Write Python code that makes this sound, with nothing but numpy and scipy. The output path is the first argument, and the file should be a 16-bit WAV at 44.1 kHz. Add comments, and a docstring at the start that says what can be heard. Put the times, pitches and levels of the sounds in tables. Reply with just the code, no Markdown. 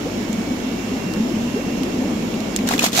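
"""Lobster lifted from a bubbling tank

Air glugs steadily into the water, each bubble a ringing tone whose pitch creeps up.
Behind it are a pump's hum, thin wavering tones and the fizz of the surface, made of coloured noise.
Near the end the shell clicks in short noisy rings and the tail flaps three times.
The flaps throw spray, made of random droplets and tiny bubbles, and air pockets plop."""
import sys
import numpy as np
from scipy import signal
from scipy.fft import rfft, irfft
from scipy.io import wavfile
from scipy.ndimage import uniform_filter1d

SR = 44100
rng = np.random.default_rng(int(sys.argv[2]) if len(sys.argv) > 2 else 0)


def digitize_waveform(pressure):
    """Quantize a signal to 16-bit integers and store it at the path in sys.argv[1].

    Rows of a 2-D input are taken as channels; values are limited to [-1, 1].
    """
    field = np.atleast_2d(pressure).T
    bounded = np.clip(field, -1, 1)
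    quanta = np.round(bounded * 32767).astype(np.int16)
    wavfile.write(sys.argv[1], SR, quanta)


N = 132300  # samples: three seconds
T = np.arange(N) / SR  # time in seconds
HZ = np.fft.rfftfreq(N, 1 / SR)  # frequencies of a full-length spectrum
BUBBLE_GLIDE_PER_S = 1.94  # pitch rise of a bubble, as a share of its pitch per second


def amp(db):
    """Turns decibels into gain."""
    return 10 ** (np.asarray(db) / 20)


def unit(x):
    """Scales a sound to an rms of 1."""
    return x / np.sqrt(np.mean(x ** 2) + 1e-20)


def read(points, hz):
    """Reads a curve of (Hz, value) points on a log-frequency axis."""
    point_hz, value = np.transpose(points)
    return np.interp(np.log(hz + 1), np.log(point_hz + 1), value)


def level(points):
    """Gain over time from (s, dB) points."""
    return amp(np.interp(T, *np.transpose(points)))


def pan(side_db):
    """Left and right gains of mean power 1; side_db is left minus right."""
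    side_db = np.atleast_1d(side_db)
    gains = amp(np.array([side_db, -side_db]) / 2)
    return gains / np.sqrt((gains ** 2).mean(0))


def add(mix, start_s, sound):
    """Mixes a sound in at a start time, cut off at the end of the mix."""
    start = max(round(start_s * SR), 0)
    part = mix[:, start:][:, :sound.shape[-1]]
    part += sound[..., :part.shape[1]]


def drift(seconds):
    """Smooth random wander of rms 1; more seconds make it slower."""
    smooth = np.exp(-(HZ * seconds) ** 2)
    return unit(irfft(rfft(rng.standard_normal(N)) * smooth, N))


def hump(hz, centre_hz, width):
    """Bell curve on a log-frequency axis."""
    return np.exp(-.5 * (np.log((hz + 1) / centre_hz) / width) ** 2)


def decay(t, t60):
    """Exponential fade that loses 60 dB in t60 seconds."""
    return np.exp(-np.log(1000) * t / t60)


def bubble(hz, t60, rise_s, glide):
    """A ringing air bubble whose pitch creeps up by glide per second; envelope peak 1."""
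    t = np.arange(SR // 5) / SR
    shape = (1 - np.exp(-t / rise_s)) * decay(t, t60)
    turns = hz * (t + glide * t ** 2 / 2)
    return shape / shape.max() * np.sin(2 * np.pi * turns)


def bloop(length_s, first_hz, last_hz):
    """A bubble that swells and fades while its pitch sweeps up; envelope peak 1."""
    n = round(length_s * SR)
    turns = np.cumsum(np.geomspace(first_hz, last_hz, n)) / SR
    return np.hanning(n) * np.sin(2 * np.pi * turns)


def crowd(per_s, hz, spread, t60, side_db, uneven_db=0, count=32):
    """Random bubbles in count sizes, weaker away from the middle pitch; side_db scatters them in stereo."""
    out = np.zeros((2, N))
    strength = amp(uneven_db * rng.uniform(-1, 1, N))
    for place in np.linspace(-2, 2, count):
        starts = rng.random(N) < per_s / count / SR
        hits = starts * strength * np.exp(-place ** 2 / 4)
        ring = bubble(hz * np.exp(spread * place), t60, t60 / 20, BUBBLE_GLIDE_PER_S)
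        out += pan(side_db * rng.normal()) * signal.oaconvolve(hits, ring)[:N]
    return unit(out)


def whistle(hz, waver_hz):
    """A thin tone that wavers in pitch and flutters in strength, rms 1."""
    flutter_db = 1.3
    start_turn = rng.random((2, 1)) / 4  # left and right start at slightly different phases
    turns = np.cumsum(hz + waver_hz * drift(seconds=0.0076)) / SR + start_turn
    return unit(np.sin(2 * np.pi * turns) * amp(flutter_db * drift(seconds=0.025)))


def spray_colour(hz):
    """Gain of splashing water at each frequency, with the bass rolled off."""
    # relative strength of the spray: pitch_hz, level_db (per Hz, before the bass cut)
    colour = [(240, -45), (400, -4), (725, -8), (939, -29), (1110, -10), (1220, -16), (1730, -8),
              (2530, -5), (3180, -4.5), (4320, -2.5), (4660, -6), (7030, -3), (9250, -16), (12900, -11),
              (15300, -20)]
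    bass_cut_hz = 480
    return amp(read(colour, hz)) / np.sqrt(1 + (bass_cut_hz / (hz + 1)) ** 4)


def click(hz, t60, broad_db):
    """A sharp wet tick: noise ringing around one pitch plus a broad crack, fading fast."""
    width, rise_s = 0.071, 0.00052
    t = np.arange(4096) / SR
    f = np.fft.rfftfreq(len(t), 1 / SR)
    colour = hump(f, hz, width) + amp(broad_db) * spray_colour(f)
    ring = unit(irfft(rfft(rng.standard_normal((2, len(t)))) * colour))
    return 0.85 * ring * np.minimum(t / rise_s, 1) * decay(t, t60)


def pump_hum():
    """The pump's hum: steady sine waves, the same on both sides."""
    # hum tones: pitch_hz, level_db (rms)
    tones = [(50.7, -46.5), (101.3, -43.5)]
    hum = np.zeros(N)
    for hz, db in tones:
        hum += amp(db) * unit(np.sin(2 * np.pi * (hz * T + rng.random())))
    return hum


def thin_tones():
    """Faint thin whines, and two wavering whistles that swell and fade over time."""
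    # whines: pitch_hz, waver_hz (rms), level_db, left_minus_right_db
    whines = [(2191, 6, -56, -5), (5354, 7, -53, -8), (5477, 7, -57, -8)]
    # strength of the lower whistle: time_s, level_db
    low_level = [(0, -54), (.38, -48), (.5, -43), (.6, -53), (.75, -46.5), (1.1, -62), (2.1, -50.5),
                 (3, -49)]
    # strength of the higher whistle: time_s, level_db
    high_level = [(0, -55), (.5, -55), (.8, -44.5), (.92, -47.5), (1.1, -38.5), (1.28, -50.5),
                  (1.48, -43.5), (1.75, -43), (2.05, -50.5), (2.6, -48.5)]
    out = np.zeros((2, N))
    for hz, waver_hz, db, side_db in whines:
        out += amp(db) * pan(side_db) * whistle(hz, waver_hz)
    out += level(low_level) * pan(1) * whistle(2266, waver_hz=6.7)
    out += level(high_level) * pan(-11) * whistle(2739, waver_hz=3.75)
    return out


def wash():
    """Churn and fizz of the surface: coloured noise in drifting patches, hollow where the glugs ring."""
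    # relative strength of the churn: pitch_hz, level_db (per Hz)
    colour = [(12, -53), (20, -48), (44, -17), (74, -22.5), (101, -11), (130, -17.5), (203, -2.5),
              (240, -3), (386, -11), (1470, -29), (2240, -28), (2430, -28), (2650, -28.5), (2880, -28.5),
              (4370, -34.5), (7030, -33), (8550, -47.5), (12300, -43.5), (15800, -51)]
    # stereo balance: pitch_hz, left_minus_right_db
    balance = [(60, 1.5), (95, -1), (150, -1), (240, -1.5), (380, 4.5), (600, 1.5), (950, -1.0), (1500, -4),
               (2380, -6), (3770, -7), (5980, -13), (9470, -3.5), (15000, -10.5)]
    # left-right likeness: pitch_hz, likeness (1 the same, 0 unrelated, below 0 opposed)
    likeness = [(25, .8), (60, .88), (130, .97), (240, .94), (480, .66), (950, .1), (1900, -.12), (3800, 0)]
    wash_db, patchy_db = -37.5, 1.0  # wash_db sets the 1-8 kHz part of the left-right average
    hollow_db, hollow_hz, hollow_width = -1, 233, 0.11
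    hz = np.fft.rfftfreq(2048, 1 / SR)
    a, b, c, d, patches = rng.standard_normal((5, N // 512 + 5, len(hz)))

    # smooth the patches over time, then over frequency
    patches = uniform_filter1d(patches, size=4, axis=0)
    patches = unit(uniform_filter1d(patches, size=24, axis=1))

    # the right side shares part of the left side's noise
    same = np.clip(read(likeness, hz), -1, 1)
    left, other = a + 1j * b, c + 1j * d
    right = same * left + np.sqrt(1 - same ** 2) * other
    spectrum = np.array([left, right]) * pan(read(balance, hz))[:, None]

    hollow = hollow_db * hump(hz, hollow_hz, hollow_width)
    gain = amp(read(colour, hz) + hollow + patchy_db * patches)
    spectrum *= gain / np.sqrt(1 + same)  # offsets the boost where both sides agree
    out = signal.istft(spectrum.transpose(0, 2, 1), nperseg=2048, noverlap=1536)[1][:, :N]
    fizz = irfft(rfft(out.mean(0)) * ((HZ > 1000) & (HZ < 8000)), N)
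    return amp(wash_db) * out / fizz.std()


def aerator():
    """Air entering the water: big ringing glugs, crowds of small bubbles and a few rising bloops."""
    # large bubbles leaving the hose: start_s, level_db (before glug_db), pitch_hz
    glugs = [(0.055, -15.5, 248), (0.17, -12, 236), (0.295, -9, 208), (0.382, -8, 227), (0.473, -12.5, 279),
             (0.505, -10, 241.5), (0.659, -10, 247), (0.732, -11.5, 223), (0.802, -12.5, 250.7),
             (0.918, -7.5, 250.4), (0.963, -12, 214), (1.059, -11, 178), (1.161, -10.5, 206.5),
             (1.2, -4, 220.4), (1.228, -8.5, 241), (1.339, -8, 224), (1.366, -8, 211), (1.437, -13, 229),
             (1.469, -8.5, 216.5), (1.54, -9.5, 241), (1.6, -15, 296), (1.68, -17, 285),
             (1.732, -11, 233.3), (1.817, -8, 246.6), (1.931, -17, 240), (1.995, -15, 250),
             (2.08, -6.5, 229.4), (2.131, -14, 224), (2.151, -10, 205), (2.224, -11.5, 222),
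             (2.272, -13.5, 204), (2.341, -8.5, 203), (2.365, -14.5, 260), (2.508, -22, 255),
             (2.599, -10, 246.5), (2.637, -14.5, 228), (2.664, -13, 240), (2.708, -13, 221),
             (2.742, -11.5, 267), (2.803, -13, 221), (2.925, -14, 226)]
    # gain of both crowds of small bubbles: time_s, level_db
    crowd_level = [(0, -6.5), (1.0, -3), (1.3, 1.5), (1.6, 0), (1.9, 3), (2.3, 2), (2.7, -0.5), (3, 2.5)]
    # bubbles rising in pitch as they reach the surface: start_s, length_s, level_db, first_hz, last_hz
    bloops = [(0.053, 0.029, -21.5, 392, 600), (0.196, 0.032, -24.5, 349, 477),
              (.838, 0.035, -39, 388, 513), (1.3, 0.036, -20.5, 304, 378), (1.547, 0.04, -18, 360, 470),
              (1.572, 0.041, -25, 423, 595), (1.841, 0.079, -23.5, 321, 435), (1.903, 0.06, -30, 383, 476),
              (2.025, 0.056, -25, 432, 717)]
    glug_db, glug_rise_s, glug_t60 = -7.5, 0.0018, 0.18
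    low_crowd = crowd(per_s=300, hz=242.5, spread=.15, t60=0.071, side_db=-3.5)
    burble = crowd(per_s=600, hz=407, spread=0.297, t60=0.033, side_db=15)
    out = amp(-29.5) * low_crowd + amp(-37) * burble
    out *= level(crowd_level)
    for start_s, db, hz in glugs:
        add(out, start_s, amp(db + glug_db) * bubble(hz, glug_t60, glug_rise_s, BUBBLE_GLIDE_PER_S))
    for start_s, length_s, db, first_hz, last_hz in bloops:
        add(out, start_s, amp(db) * bloop(length_s, first_hz, last_hz))
    return out * pan(0.69)


def pops():
    """Bubbles burst at the surface with a tick and a short upward chirp."""
    # bursts: start_s, level_db, pitch_hz, tick_over_chirp_db
    bursts = [(.329, -30, 7070, 6), (0.601, -30.5, 3170, -10), (1.137, -38, 2750, 16),
              (1.349, -29, 2600, -12), (1.359, -26.5, 2950, -9), (1.61, -32, 2510, -10),
              (1.737, -32, 2280, -6), (1.833, -26, 2980, 4.5), (2.341, -24.5, 2720, -6),
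              (2.404, -40, 5960, 15)]
    glide_per_s, t60, side_db = 6.8, 0.017, -8
    out = np.zeros((2, N))
    for start_s, db, hz, tick_db in bursts:
        chirp = bubble(hz, t60, 0.00025, glide_per_s)
        add(out, start_s, amp(db) * pan(side_db) * chirp)
        add(out, start_s, amp(db + tick_db) * pan(side_db) * click(hz, t60, broad_db=25))
    return out


def slosh():
    """Small bubbles ring in the water stirred by the tail."""
    # strength of the stirring: time_s, level_db
    slosh_level = [(2.62, -70), (2.67, -35), (2.72, -30.5), (2.77, -36.5), (2.85, -25), (2.89, -38),
                   (2.93, -44), (2.96, -32)]
    bubbles = crowd(per_s=1100, hz=1052, spread=.45, t60=.018, side_db=49, uneven_db=7, count=48)
    return level(slosh_level) * bubbles


def spray():
    """Each tail flap throws bursts of droplets, mist and tiny ringing bubbles."""
    # bursts of spray: peak_s, level_db, rise_db_per_s, fall_db_per_s, left_minus_right_db
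    flaps = [(2.675, -25, 1500, 600, 0), (2.716, -21, 600, 260, 2), (2.812, -28.5, 900, 300, -4),
             (2.841, -15, 430, 500, 1.5), (2.86, -18.5, 598, 480, 1), (2.937, -28, 1805, 205, -4),
             (2.973, -16, 343, 80, -3.5)]
    # stereo balance of the patter: pitch_hz, left_minus_right_db
    balance = [(60, 2.0), (120, 1.0), (240, 3), (480, 11), (950, 0), (1890, 5), (3770, 0), (7520, -6),
               (15000, 0)]
    splats_per_s, drop_spread_db, drop_side_db = 1900, 3, 6
    mist_share, tinkle_db, clump_db = .4, -8.5, 1.5

    # single-sample drops of random size, side and sign, over steady noise for mist
    hits = rng.random(N) < splats_per_s / SR
    sizes = amp(drop_spread_db * np.minimum(rng.exponential(1, N), 2)) * rng.choice([-1, 1], N)
    sides = pan(drop_side_db * rng.standard_normal(N)) * rng.choice([-1, 1], (2, N))
    drops = unit(hits * sizes * sides) + mist_share * rng.standard_normal((2, N))
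    patter = unit(irfft(rfft(drops) * pan(read(balance, HZ)) * spray_colour(HZ), N))

    tinkle = crowd(per_s=1100, hz=2900, spread=0.454, t60=0.0094, side_db=33, uneven_db=10, count=48)
    clumps = amp(clump_db * drift(seconds=0.0098))
    water = unit(patter * clumps + amp(tinkle_db) * tinkle)

    power = np.zeros((2, N))
    for peak_s, db, rise, fall, side_db in flaps:
        drop_db = np.maximum(rise * (peak_s - T), fall * (T - peak_s))
        power += (pan(side_db) * amp(db - drop_db)) ** 2
    return water * np.sqrt(power)


def air_pockets():
    """Air pockets plop shut behind the tail and water gulps back, as bubbles rising in pitch."""
    # closing air pockets: start_s, level_db (peak), pitch_hz
    plops = [(2.689, -21.5, 850), (2.709, -13.5, 754), (2.712, -16, 1100), (2.724, -19, 734),
             (2.736, -18, 700), (2.736, -17, 450), (2.738, -15, 1700), (2.7917, -8.5, 2500),
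             (2.822, -21, 1050), (2.8395, -10, 677), (2.84, -14.5, 1086), (2.856, -20, 2000),
             (2.861, -16, 750)]
    # water gulping back behind the last flap: start_s, length_s, level_db (peak), first_hz, last_hz
    gulps = [(2.95, .022, -24.5, 462, 603), (2.972, 0.013, -17, 620, 780), (2.988, 0.0097, -10, 656, 850)]
    t60, rise_s, glide_per_s = 0.02, 0.00074, 5.5
    right_lag_s = 0.00027  # the right side hears the pockets later
    pockets = np.zeros((1, N))
    for start_s, db, hz in plops:
        add(pockets, start_s, amp(db) * bubble(hz, t60, rise_s, glide_per_s))
    for start_s, length_s, db, first_hz, last_hz in gulps:
        add(pockets, start_s, amp(db) * bloop(length_s, first_hz, last_hz))
    left = pockets[0]
    return np.array([left, np.interp(T - right_lag_s, T, left)])


def shell():
    """The shell snaps as a few ringing modes; clicks and water slaps are short noisy rings."""
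    # ringing modes of the first hard snap: pitch_hz, level_db, t60_s, left_minus_right_db
    snap_modes = [(3770, -20, 0.0093, -2), (4740, -27, .007, -5), (6530, -14, 0.013, -8),
                  (7300, -8.5, 0.0083, -14), (8180, -19.5, 0.012, 7)]
    # clicks and slaps: start_s, level_db, pitch_hz, broad_crack_db, left_minus_right_db, t60_s
    clicks = [(2.5619, -10.5, 2000, 12, 0.5, .016), (2.5713, -21, 5250, -18, 10, 0.019),
              (2.589, -18, 2280, -14, 7, 0.014), (2.612, -17, 2300, -23, 14, 0.011),
              (2.6882, -10.5, 1620, -3.5, -5, 0.025), (2.737, -10.5, 2030, -14, 0, 0.014),
              (2.780, -15.5, 3480, 0, -10, 0.015), (2.7917, -9, 7100, -4, 0, 0.011),
              (2.794, -6, 3200, -2, -6, 0.013), (2.8409, -9, 2900, 9, -1, 0.027),
              (2.8638, -10, 2190, 6, -4, .013), (2.93, -19.5, 4500, 21, 7, 0.061),
              (2.9922, -5.5, 3230, 3, 7, 0.02)]
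    snap_s, snap_rise_s = 2.5626, .0001
    out = np.zeros((2, N))
    for hz, db, t60, side_db in snap_modes:
        add(out, snap_s, amp(db) * pan(side_db) * bubble(hz, t60, snap_rise_s, 0))
    for start_s, db, hz, broad_db, side_db, t60 in clicks:
        add(out, start_s, amp(db) * pan(side_db) * click(hz, t60, broad_db))
    return out


def lobster():
    """The flapping tail stirs and throws water, the shell clicks and air pockets plop."""
    return slosh() + spray() + air_pockets() + shell()


def room(x):
    """Adds a short diffuse tail from the tank walls and the room, as fading noise."""
    t60, rise_s, tail_db = 0.053, 0.0026, -12.5
    t = np.arange(SR // 2) / SR
    tail = rng.standard_normal((2, len(t))) * np.minimum(t / rise_s, 1) * decay(t, t60)
    tail = tail / np.linalg.norm(tail[0])
    return x + amp(tail_db) * signal.fftconvolve(x, tail, axes=1)[:, :N]


def scene():
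    """The running tank, with its gain lowered briefly at set times near the end, and the lobster."""
    # brief gain drops on the tank sound: start_s, end_s, change_db
    gain_drops = [(2.838, 2.932, -5), (2.985, 3.05, -3)]
    gain_db = np.zeros(N)
    for start_s, end_s, db in gain_drops:
        gain_db += db * ((T > start_s) & (T < end_s))
    gain_db = uniform_filter1d(gain_db, size=300)  # softens the edges
    tank = pump_hum() + thin_tones() + wash() + aerator()
    return tank * amp(gain_db) + room(pops() + lobster())


def record(dry):
    """Soft overload rounds the loudest peaks, then a steep filter removes the highest treble."""
    ceiling, edge_hz = .85, 15750
    held = dry / (1 + (dry / ceiling) ** 6) ** (1 / 6)
    low_pass = signal.firwin(401, edge_hz, window=("kaiser", 8), fs=SR)
    return signal.oaconvolve(held, low_pass[None], "same", axes=1)


dry = scene()
out = record(dry)
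digitize_waveform(out)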